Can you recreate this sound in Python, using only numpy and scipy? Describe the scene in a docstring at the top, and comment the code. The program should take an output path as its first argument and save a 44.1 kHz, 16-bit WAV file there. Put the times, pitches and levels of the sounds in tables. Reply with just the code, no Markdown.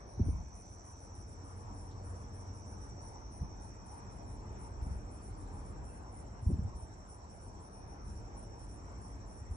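"""Crickets sing in the lawn by a porch on a summer evening, scraping one wing along the other.
Each stroke makes a tiny falling tone: some crickets run these into trills, one pulses in long bouts
and several give short high buzzes. Behind them are thin tree cricket tones and far engines and tyres.
Now and then soft thumps and knocks shake a hand-held camera. Something light rustles a few times,
and a far bird squeaks once."""
import sys
import numpy as np
from scipy import signal
from scipy.fft import rfft, irfft, next_fast_len
from scipy.io import wavfile
from scipy.ndimage import uniform_filter1d, map_coordinates

SR = 44100
rng = np.random.default_rng(int(sys.argv[2]) if len(sys.argv) > 2 else 0)


def transcribe(u):
    """Save the signal u as a 16-bit wav file named by the first command-line argument.

    u: samples, shape (n,) or (channels, n), limited to [-1, 1]; the rate is SR.
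    q: integer samples, one column per channel.
    """
    v = np.clip(np.atleast_2d(u).T, -1, 1)
    q = np.round(v * 32767).astype(np.int16)
    wavfile.write(sys.argv[1], SR, q)


N = 421596


def amp(db):
    """Turn decibels into a gain to multiply by."""
    return 10 ** (np.asarray(db) / 20)


def unit(x):
    """Scale a sound so its average strength (rms) is 1."""
    return x / np.sqrt(np.mean(x ** 2) + 1e-20)


def clock(seconds):
    """The time of each sample in a stretch of seconds."""
    return np.arange(int(seconds * SR)) / SR


def along(points, hz):
    """Read between (Hz, value) points, spacing octaves evenly."""
    freqs, values = np.transpose(points)
    return np.interp(np.log(hz + 1), np.log(freqs), values)


def curve(rows):
    """Join (seconds, value) points with straight lines."""
    times, values = np.transpose(rows)
    return np.interp(np.arange(N) / SR, times, values)


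def wobble(rate):
    """A smooth curve through `rate` random values a second."""
    return map_coordinates(rng.standard_normal(int(N * rate / SR) + 4), [np.arange(N) * rate / SR])


def swell(peak_s, width_s, db):
    """A gain that rises and falls in a bell shape around one moment."""
    return amp(db) * np.exp(-((np.arange(N) / SR - peak_s) / width_s) ** 2 / 2)


def bump(u):
    """A soft rise to 1 at u = 1, then a quick fade."""
    return u ** 2 * np.exp(2 * (1 - u))


def add(track, s, sound):
    """Mix a sound into a track, starting at s seconds."""
    part = track[max(round(s * SR), 0):][:len(sound)]
    part += sound[:len(part)]


def filtered(x, response):
    """Multiply each frequency in a sound by response(hz)."""
    size = next_fast_len(N + SR // 2)
    return irfft(rfft(x, size) * response(np.fft.rfftfreq(size, 1 / SR)), size)[..., :N]


def arrive(x, lead_ms):
    """Sound from one side reaches the left ear lead_ms before the right."""
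    return filtered(x, lambda hz: np.exp(1j * np.pi * hz * lead_ms / 1000 * np.array([[1], [-1]])))


# How alike the two ears hear noise. Each row: frequency in Hz, likeness from 0 to 1.
LIKENESS = [(60, 0.88), (200, 0.89), (330, 0.95), (570, 0.25), (1000, 0.064), (3200, 0.59), (5000, 0.075)]
def rush(spectrum, alike=LIKENESS, lead_ms=0):
    """Stereo noise: one part is the same in both ears, the other is opposite."""
    turn = lambda hz: np.arccos(np.clip(along(alike, hz), -1, 1)) / 2
    colour = lambda hz: amp(along(spectrum, hz)) * [np.cos(turn(hz)), np.sin(turn(hz))]
    same, opposite = filtered(rng.standard_normal((2, N)), colour)
    return unit(arrive(np.array([same + opposite, same - opposite]), lead_ms))


# The yard's echo. Each row: frequency in Hz, seconds to fade by 60 dB.
YARD_FADE = [(2000, 0.14), (6000, 0.1), (10000, 0.094)]
def yard(x, lead_ms, wet_db):
    """Grass, steps and walls add a short scattered echo, wet_db above the direct sound."""
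    hz, t, noise = signal.stft(rng.standard_normal((2, SR // 4)), SR, nperseg=256)
    tail = signal.istft(noise * amp(-60 * t / along(YARD_FADE, hz)[:, None]), SR, nperseg=256)[1]
    echo = signal.fftconvolve(x[None], tail / np.linalg.norm(tail[0]), axes=1)[:, :N]
    return (arrive(x, lead_ms) + amp(wet_db) * echo) / np.hypot(1, amp(wet_db))


def linger(x, fade_s):
    """The longer echo between house and trees, dropping 60 dB in fade_s."""
    t = clock(.5)
    tail = rng.standard_normal(len(t)) * amp(-60 * t / fade_s)
    return signal.fftconvolve(x, tail / np.linalg.norm(tail))[:N]


def trill(rate, start_hz, end_hz, stroke_s, judder, drift, rough):
    """An unbroken run of falling wing strokes; judder breaks each into three quick pulses."""
    strokes_done = np.cumsum(rate * (1 + drift * wobble(3))) / SR + rng.random()
    t = strokes_done % 1 / rate
    progress = np.minimum(t / stroke_s, 1)
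    phase = 2 * np.pi * t * (start_hz + (end_hz - start_hz) * progress / 2) + rough * wobble(120)
    pulses = 1 - judder * np.cos(2 * np.pi * 3 * progress)
    return unit(np.abs(np.sin(np.pi * progress)) * pulses * np.sin(phase))


# The chorus singers. Each row: strokes a second, start and end pitch in Hz, stroke length in seconds,
# judder from 0 to 1, relative level in dB, throbs a second, throb depth in dB, left ear's lead in ms.
TRILLERS = [(83.7, 6120, 5330, .0098, .55, 0, 11.3, 3.4, .06),
            (65, 5620, 5230, .009, 0, -6.5, 11.3, 2, -.03), (96, 6060, 5620, .008, 0, -6.5, 7.5, 2, .02)]
# Their joint loudness. Each row: time in seconds, level in dB before the boost.
CHORUS_LEVELS = [(0.1, -74), (0.68, -74.5), (1.93, -74), (2.98, -69.5), (5.6, -76), (7.5, -73),
                 (9.11, -72.5), (9.5, -72.5)]
# A nearer, rougher cricket swells twice. Each row: peak time and half-width in seconds, level in dB.
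NEAR_SWELLS = [(.7, 0.59, -63.5), (3.0, 0.76, -67.5)]
# A lower, purer one fades early. Each row: time in seconds, level in dB.
LOW_LEVELS = [(0, -79), (.8, -76), (1.7, -73.5), (2.2, -79), (3.1, -84.5), (4.2, -86), (9.5, -87)]
def chorus(boost_db=5):
    """Several ground crickets trill at once, each throbbing at its own pace."""
    t = np.arange(N) / SR
    voices, sway = np.zeros((2, N)), 2.2 * wobble(1.9)
    for rate, start_hz, end_hz, stroke_s, judder, db, throb_rate, throb_db, lead_ms in TRILLERS:
        throb = throb_db * np.sin(2 * np.pi * throb_rate * t + sway) + wobble(14)
        song = trill(rate, start_hz, end_hz, stroke_s, judder, drift=.003, rough=.85)
        voices += amp(db + throb) * yard(song, lead_ms, wet_db=-2.5)
    near = amp(1.3 * wobble(40)) * trill(86, 6190, 5540, .0098, judder=.2, drift=.007, rough=1.2)
    near_gain = np.max([swell(*row) for row in NEAR_SWELLS], axis=0)
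    low = trill(65, 5420, 5290, .014, judder=0, drift=.004, rough=.8)
    return (amp(curve(CHORUS_LEVELS) + boost_db) * unit(voices)
            + near_gain * yard(near, lead_ms=.026, wet_db=-1.5)
            + amp(curve(LOW_LEVELS)) * unit(yard(low, lead_ms=.029, wet_db=-1.5)))


def patchy(x, depth_db):
    """Many far voices come and go: each patch of time and frequency gets its own gain."""
    patches = signal.stft(x, nperseg=512)[2]
    gains = rng.standard_normal(patches.shape[1:])
    gains = uniform_filter1d(gains, 3, axis=0)  # smooth across frequency
    gains = uniform_filter1d(gains, 14, axis=1)  # and across time
    return unit(signal.istft(patches * amp(depth_db * unit(gains)), nperseg=512)[1][:, :N])


# The road's loudness. Each row: time in seconds, level in dB before the boosts.
TRAFFIC_LEVELS = [(0.0, -61.5), (0.7, -64.5), (1.7, -61), (3.1, -61), (3.7, -61.5), (4.3, -60),
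                  (5.8, -59.5), (7.2, -63), (8.1, -61), (9.56, -61)]
# The tone of engines and of tyres. Each row: frequency in Hz, relative level in dB.
ENGINE_SPECTRUM = [(13, -47), (22, -15.5), (30, -25.5), (43, 3), (91, -0.5), (104, -0.5), (146, -11.5),
                   (204, -9.5), (238, -14.5), (280, -12), (385, -17), (461, -18.5), (522, -27.5),
                   (600, -20.5), (780, -51), (1320, -120)]
TYRE_SPECTRUM = [(230, -22), (380, -7.5), (480, -3.5), (580, -4.5), (720, -2), (900, -1), (1050, -5.5),
                 (1300, -10), (1600, -14.5), (2200, -20.5), (2900, -29), (4800, -40), (7000, -66)]
def traffic(engine_boost_db=13.5, tyre_boost_db=4, usual_db=-59, engine_swing=1.5):
    """Engines rumble and tyres roar on a far road; the engines rise and fall more widely."""
    road_db = curve(TRAFFIC_LEVELS)
    engine_db = usual_db + engine_swing * (road_db - usual_db) + engine_boost_db + .9 * wobble(7)
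    tyre_db = road_db + tyre_boost_db + .6 * wobble(8)
    engines = amp(engine_db) * rush(ENGINE_SPECTRUM)
    roar = rush(TYRE_SPECTRUM, alike=[(400, .14), (1000, .56), (3000, .066)], lead_ms=-.27)
    tyres = amp(tyre_db) * patchy(roar, depth_db=2) * amp([[.8], [-.8]])
    return engines + tyres


# The tone of the insect hiss. Each row: frequency in Hz, relative level in dB.
HISS_SPECTRUM = [(2500, -15), (4000, -0.5), (6600, 3.5), (8200, -3.5), (9200, -13), (10200, -19.5)]
def far_insects(level_db=-76):
    """Countless far insects blend into a faint hiss."""
    return amp(level_db) * patchy(rush(HISS_SPECTRUM), depth_db=3.5)


# Far tree crickets. Each row: pitch in Hz, strokes a second, base level in dB.
TREE_CRICKETS = [(2242, 42, -92), (2471, 48, -91)]
# The air carries one closer. Each row: which cricket, peak time and half-width in seconds, level in dB.
TREE_SWELLS = [(0, .3, .25, -81.5), (0, 4.9, .35, -87), (1, .45, .15, -85), (1, 3.9, .45, -80.5),
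               (1, 5.1, .3, -85.5), (1, 7.8, .15, -84.5), (1, 8.6, .25, -89)]
def tree_crickets():
    """Thin far tones flutter with the wing strokes and fade in and out on the air."""
    t = np.arange(N) / SR
    tones = np.zeros((2, N))
    for cricket, (hz, rate, db) in enumerate(TREE_CRICKETS):
        tone = np.sin(2 * np.pi * np.cumsum(hz + 3 * wobble(25)) / SR)
        flutter = 1 + .18 * np.sin(2 * np.pi * rate * t)
        swells = sum(swell(*row) for which, *row in TREE_SWELLS if which == cricket)
        gain = np.hypot(amp(db), swells) * amp(2.2 * wobble(22) - .5)
        tones += gain * unit(yard(tone * flutter, lead_ms=.05, wet_db=-12))
    return tones


def stroke(length, start_hz, end_hz, bend, rough_hz):
    """One wing closure: the scraper slows along a row of teeth, so the tone falls."""
    progress = clock(length) / length
    uneven_teeth = np.interp(progress, np.linspace(0, 1, 8), rng.normal(0, 1, 8))
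    pitch = start_hz + (end_hz - start_hz) * progress ** bend + rough_hz * uneven_teeth
    return np.abs(np.sin(np.pi * progress)) ** .75 * np.sin(2 * np.pi * np.cumsum(pitch) / SR)


def high_pulser(rate=16.6, stroke_s=.016, hz=8480, fall_hz=520, level_db=-69.5, spread_db=3.5):
    """A thin, high cricket makes single falling strokes at an even pace but with uneven force."""
    song = np.zeros(N)
    for beat in np.arange(0, N / SR, 1 / rate):
        start = beat + rng.normal(0, .004)
        force = amp(rng.normal(level_db, spread_db))
        add(song, start, force * stroke(stroke_s, hz, hz - fall_hz, bend=2, rough_hz=50))
    return yard(song, lead_ms=.05, wet_db=-4)


def buzzes(calls, length, rate, stroke_s, pitch_hz, fall_hz, rough_hz, edge_db_per_s=703):
    """One cricket buzzes at each (seconds, dB) call: a run of quick strokes that swells and fades."""
    song = np.zeros(N)
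    for start, db in calls:
        pace, hz = rng.normal([rate, pitch_hz], [2, 20])
        for delay in np.arange(-2 / pace, length + 1 / pace, 1 / pace):
            outside_s = max(-delay, delay + 1 / pace - length, 0)
            force = amp(db - edge_db_per_s * outside_s + rng.normal(0, 1.2))
            tone = stroke(stroke_s, hz, hz - fall_hz, bend=.88, rough_hz=rough_hz)
            add(song, start + delay, force * tone)
    return song


# The nearest buzzer's even phrases. Each row: first and last buzz in seconds, number of buzzes.
NEAR_PHRASES = [(.252, 2.345, 8), (2.675, 3.02, 2), (3.32, 3.915, 3), (4.28, 5.85, 6), (6.125, 9.335, 11)]
# A rival's looser answers. Each row: start in seconds, level in dB.
RIVAL_CALLS = [(.085, -62), (.695, -60), (1.0, -59), (1.28, -60), (1.56, -59), (1.81, -60), (2.16, -61),
               (2.545, -59), (2.81, -60), (3.06, -60), (3.37, -63), (3.63, -60), (3.855, -60), (4.115, -61),
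               (4.825, -58), (5.115, -58), (5.375, -58), (5.65, -59), (5.925, -59), (6.16, -58),
               (6.42, -60), (7.085, -60), (7.315, -59), (7.615, -59), (7.875, -61), (8.12, -61),
               (8.375, -58), (8.59, -59), (9.06, -62), (9.275, -61), (9.51, -60)]
# Farther buzzers. Each row: seconds between buzzes, pitch in Hz, level in dB.
FAR_BUZZERS = [(.47, 8500, -76), (.52, 8920, -75), (.29, 8850, -78)]
def buzzing_crickets(near_db=-55.5, jitter_s=.032, spread_db=3):
    """High singers keep their own beats, drifting in and out of step; far ones and echo fill the gaps."""
    calls = [(s, near_db) for phrase in NEAR_PHRASES for s in np.linspace(*phrase)]
    song = buzzes(calls, length=.074, rate=111, stroke_s=.0078, pitch_hz=8860, fall_hz=250, rough_hz=45)
    song += buzzes(RIVAL_CALLS, length=.06, rate=130, stroke_s=.012,
                   pitch_hz=8930, fall_hz=280, rough_hz=85)
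    for beat_s, hz, db in FAR_BUZZERS:
        times = np.arange(beat_s * rng.random(), N / SR, beat_s)
        calls = [rng.normal([s, db], [jitter_s, spread_db]) for s in times]
        song += buzzes(calls, length=.052, rate=100, stroke_s=.012, pitch_hz=hz, fall_hz=230, rough_hz=97)
    return yard(song + amp(-10.5) * linger(song, fade_s=.36), lead_ms=.053, wet_db=-17)


# Soft bumps. Each row: start in seconds, base level in dB, pitch in Hz, seconds between rebounds,
# dB lost with each rebound.
THUMPS = [(0.174, -32, 89, 0.051, 26), (.207, -18, 89.5, 0.057, 7), (.282, -23.5, 63.6, 0.058, 5),
          (2.076, -36, 60, 0.048, 8), (3.409, -26.5, 71.6, .06, 25), (4.768, -33.5, 58, 0.27, 9),
          (4.817, -29.5, 62, 0.045, 1.1), (6.424, -31, 87.5, 0.05, 17), (6.465, -18.5, 75.4, .06, 3.5),
          (6.618, -30, 100, 0.049, 18), (6.74, -34, 59, 0.085, 7), (8.062, -34, 56, 0.091, 3.5),
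          (9.507, -29, 66.5, 0.061, 20)]
def thumps(push_db=-1, rise_cycles=.73, shudder_db=-20, shudder_s=.029, bounces=4):
    """Each bump gives the camera a short low swing and a shudder, then rebounds ever more weakly."""
    push, shudder, t = np.zeros(N), np.zeros(N), clock(.31)
    for start, first_db, hz, rebound_s, loss_db in THUMPS:
        swing = bump(t * hz / rise_cycles) * np.sin(2 * np.pi * hz * t)
        for k in range(bounces):
            s, db = start + k * rebound_s, first_db - k * loss_db
            add(push, s, amp(db + push_db) * swing)
            add(shudder, s, amp(db + shudder_db) * bump(t / shudder_s))
    frame_noise = rush([(30, -4.5), (60, 9), (180, 1.5), (300, -13.5), (500, -30), (1200, -60)],
                       alike=[(30, .4), (500, .41)])
    return arrive(push, lead_ms=.17) + shudder * frame_noise


# Harder knocks among the thumps. Each row: start in seconds, level in dB, pitch in Hz.
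KNOCKS = [(.192, -37.5, 358), (.197, -25, 215), (.257, -38, 234), (.281, -33.5, 280), (3.42, -31.5, 139),
          (4.863, -42, 219), (6.458, -37, 222), (6.489, -25.5, 150.6), (6.499, -34, 335), (6.511, -28, 208),
          (6.515, -54, 563), (6.538, -36, 255), (6.586, -32, 188)]
def knocks(overtone_ratio=1.646, overtone_db=-14, rise_s=.0051):
    """Firmer contacts ring two dull tones for a few cycles."""
    track, t = np.zeros(N), clock(.08)
    for start, db, hz in KNOCKS:
        phase = 2 * np.pi * hz * t
        ring = np.sin(phase) + amp(overtone_db) * np.sin(overtone_ratio * phase)
        add(track, start, amp(db) * bump(t / rise_s) * ring)
    return arrive(track, lead_ms=.25)


# Bouts of pulsing. Each row: start and end in seconds, pulses a second.
BOUTS = [(0.339, 3.2, 16.19), (3.486, 7.69, 16.36), (8.066, 9.65, 16.2)]
# The two strokes of a pulse. Each row: delay and length in seconds, relative level in dB,
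# fraction by which the pitch falls.
PULSE_STROKES = [(-.004, 0.022, -3, 0.1), (0.014, .021, 0.5, 0.16)]
def pulsing_cricket(level_db=-65, pitch_hz=7780, warm_up_s=.15, echo_s=.0105):
    """Double wing strokes in long bouts that start soft and a little low; wall and trees blur them."""
    song = np.zeros(N)
    for start, end, rate in BOUTS:
        for s in np.arange(start, end - 1 / rate, 1 / rate):
            cold = np.exp(-(s - start) / warm_up_s)
            for delay, length, db, fall in PULSE_STROKES:
                late, hz, force_db = rng.normal([0, pitch_hz - 240 * cold, -5 * cold], [.0025, 22, 1.2])
                tone = stroke(length, hz, hz * (1 - fall), bend=3.8, rough_hz=35)
                add(song, s + delay + late, amp(level_db + db + force_db) * tone)
    wall_echo = np.zeros(N)
    add(wall_echo, echo_s, amp(-5.5) * song)
    return yard(song + wall_echo + amp(-4) * linger(song, fade_s=.3), lead_ms=.045, wet_db=3.5)


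# One engine's tones. Each row: multiple of its pitch, relative level in dB, waver in Hz.
DRONE_TONES = [(1, 0, 0.74), (1.245, -9, 1.2), (2.22, -14, 2), (3.06, -15.5, 3), (5.14, -18.5, 5)]
def engine_drone(peak_s=2.1, pitch_hz=91.85, rise_hz_per_s=1.82):
    """One engine hums out of the traffic, its wavering tones rising together as it speeds up."""
    pitch = pitch_hz + rise_hz_per_s * (np.arange(N) / SR - peak_s)
    hum = np.zeros(N)
    for multiple, db, waver_hz in DRONE_TONES:
        tone = np.sin(2 * np.pi * np.cumsum(multiple * pitch + waver_hz * wobble(9)) / SR)
        hum += amp(db + 1.7 * wobble(8)) * unit(tone)
    return swell(peak_s, width_s=.82, db=-50.5) * hum


# Small rustles. Each row: start in seconds, level in dB before the trim.
RUSTLES = [(1.905, -63), (4.81, -72), (5.3, -74), (5.46, -73), (6.53, -71)]
def rustles(trim_db=-5, rise_s=.003, fade_s=.026):
    """Something light brushes by in brief, dry puffs of noise."""
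    gain, t = np.zeros(N), clock(.15)
    for start, db in RUSTLES:
        add(gain, start, amp(db + trim_db) * (1 - np.exp(-t / rise_s)) * np.exp(-t / fade_s))
    return gain * rush([(1000, -28), (3000, -5.5), (4100, 4.5), (4700, -8), (5500, -20), (9000, -40)])


# The bird's squeak. Each row: start and length in seconds, pitch in Hz, level in dB.
SQUEAKS = [(5.875, .06, 2710, -75)]
def bird():
    """A faint, rough, slightly falling squeak comes from across the lawn."""
    song = np.zeros(N)
    for start, length, hz, db in SQUEAKS:
        tone = stroke(length, hz, hz * .98, bend=1, rough_hz=35)
        rasp = 1 + .7 * wobble(300)[:len(tone)]
        add(song, start, amp(db) * tone * rasp)
    return yard(song, lead_ms=.05, wet_db=0)


def scene():
    """Crickets in front, the road behind, thumps close by."""
    trills = chorus() * amp([[-.8], [.8]])  # a little louder on the right
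    crickets = trills + pulsing_cricket() + high_pulser() + buzzing_crickets() + tree_crickets()
    distance = traffic() + far_insects() + engine_drone()
    return crickets + distance + thumps() + knocks() + rustles() + bird()


def record(dry, top_hz=10100):
    """The camera softens the highest treble and keeps nothing above top_hz."""
    treble_sag = [(9000, 0), (9500, -3), (10000, -7)]  # Hz, dB
    return filtered(dry, lambda hz: amp(along(treble_sag, hz)) * (hz < top_hz))


dry = scene()
out = record(dry)
transcribe(out)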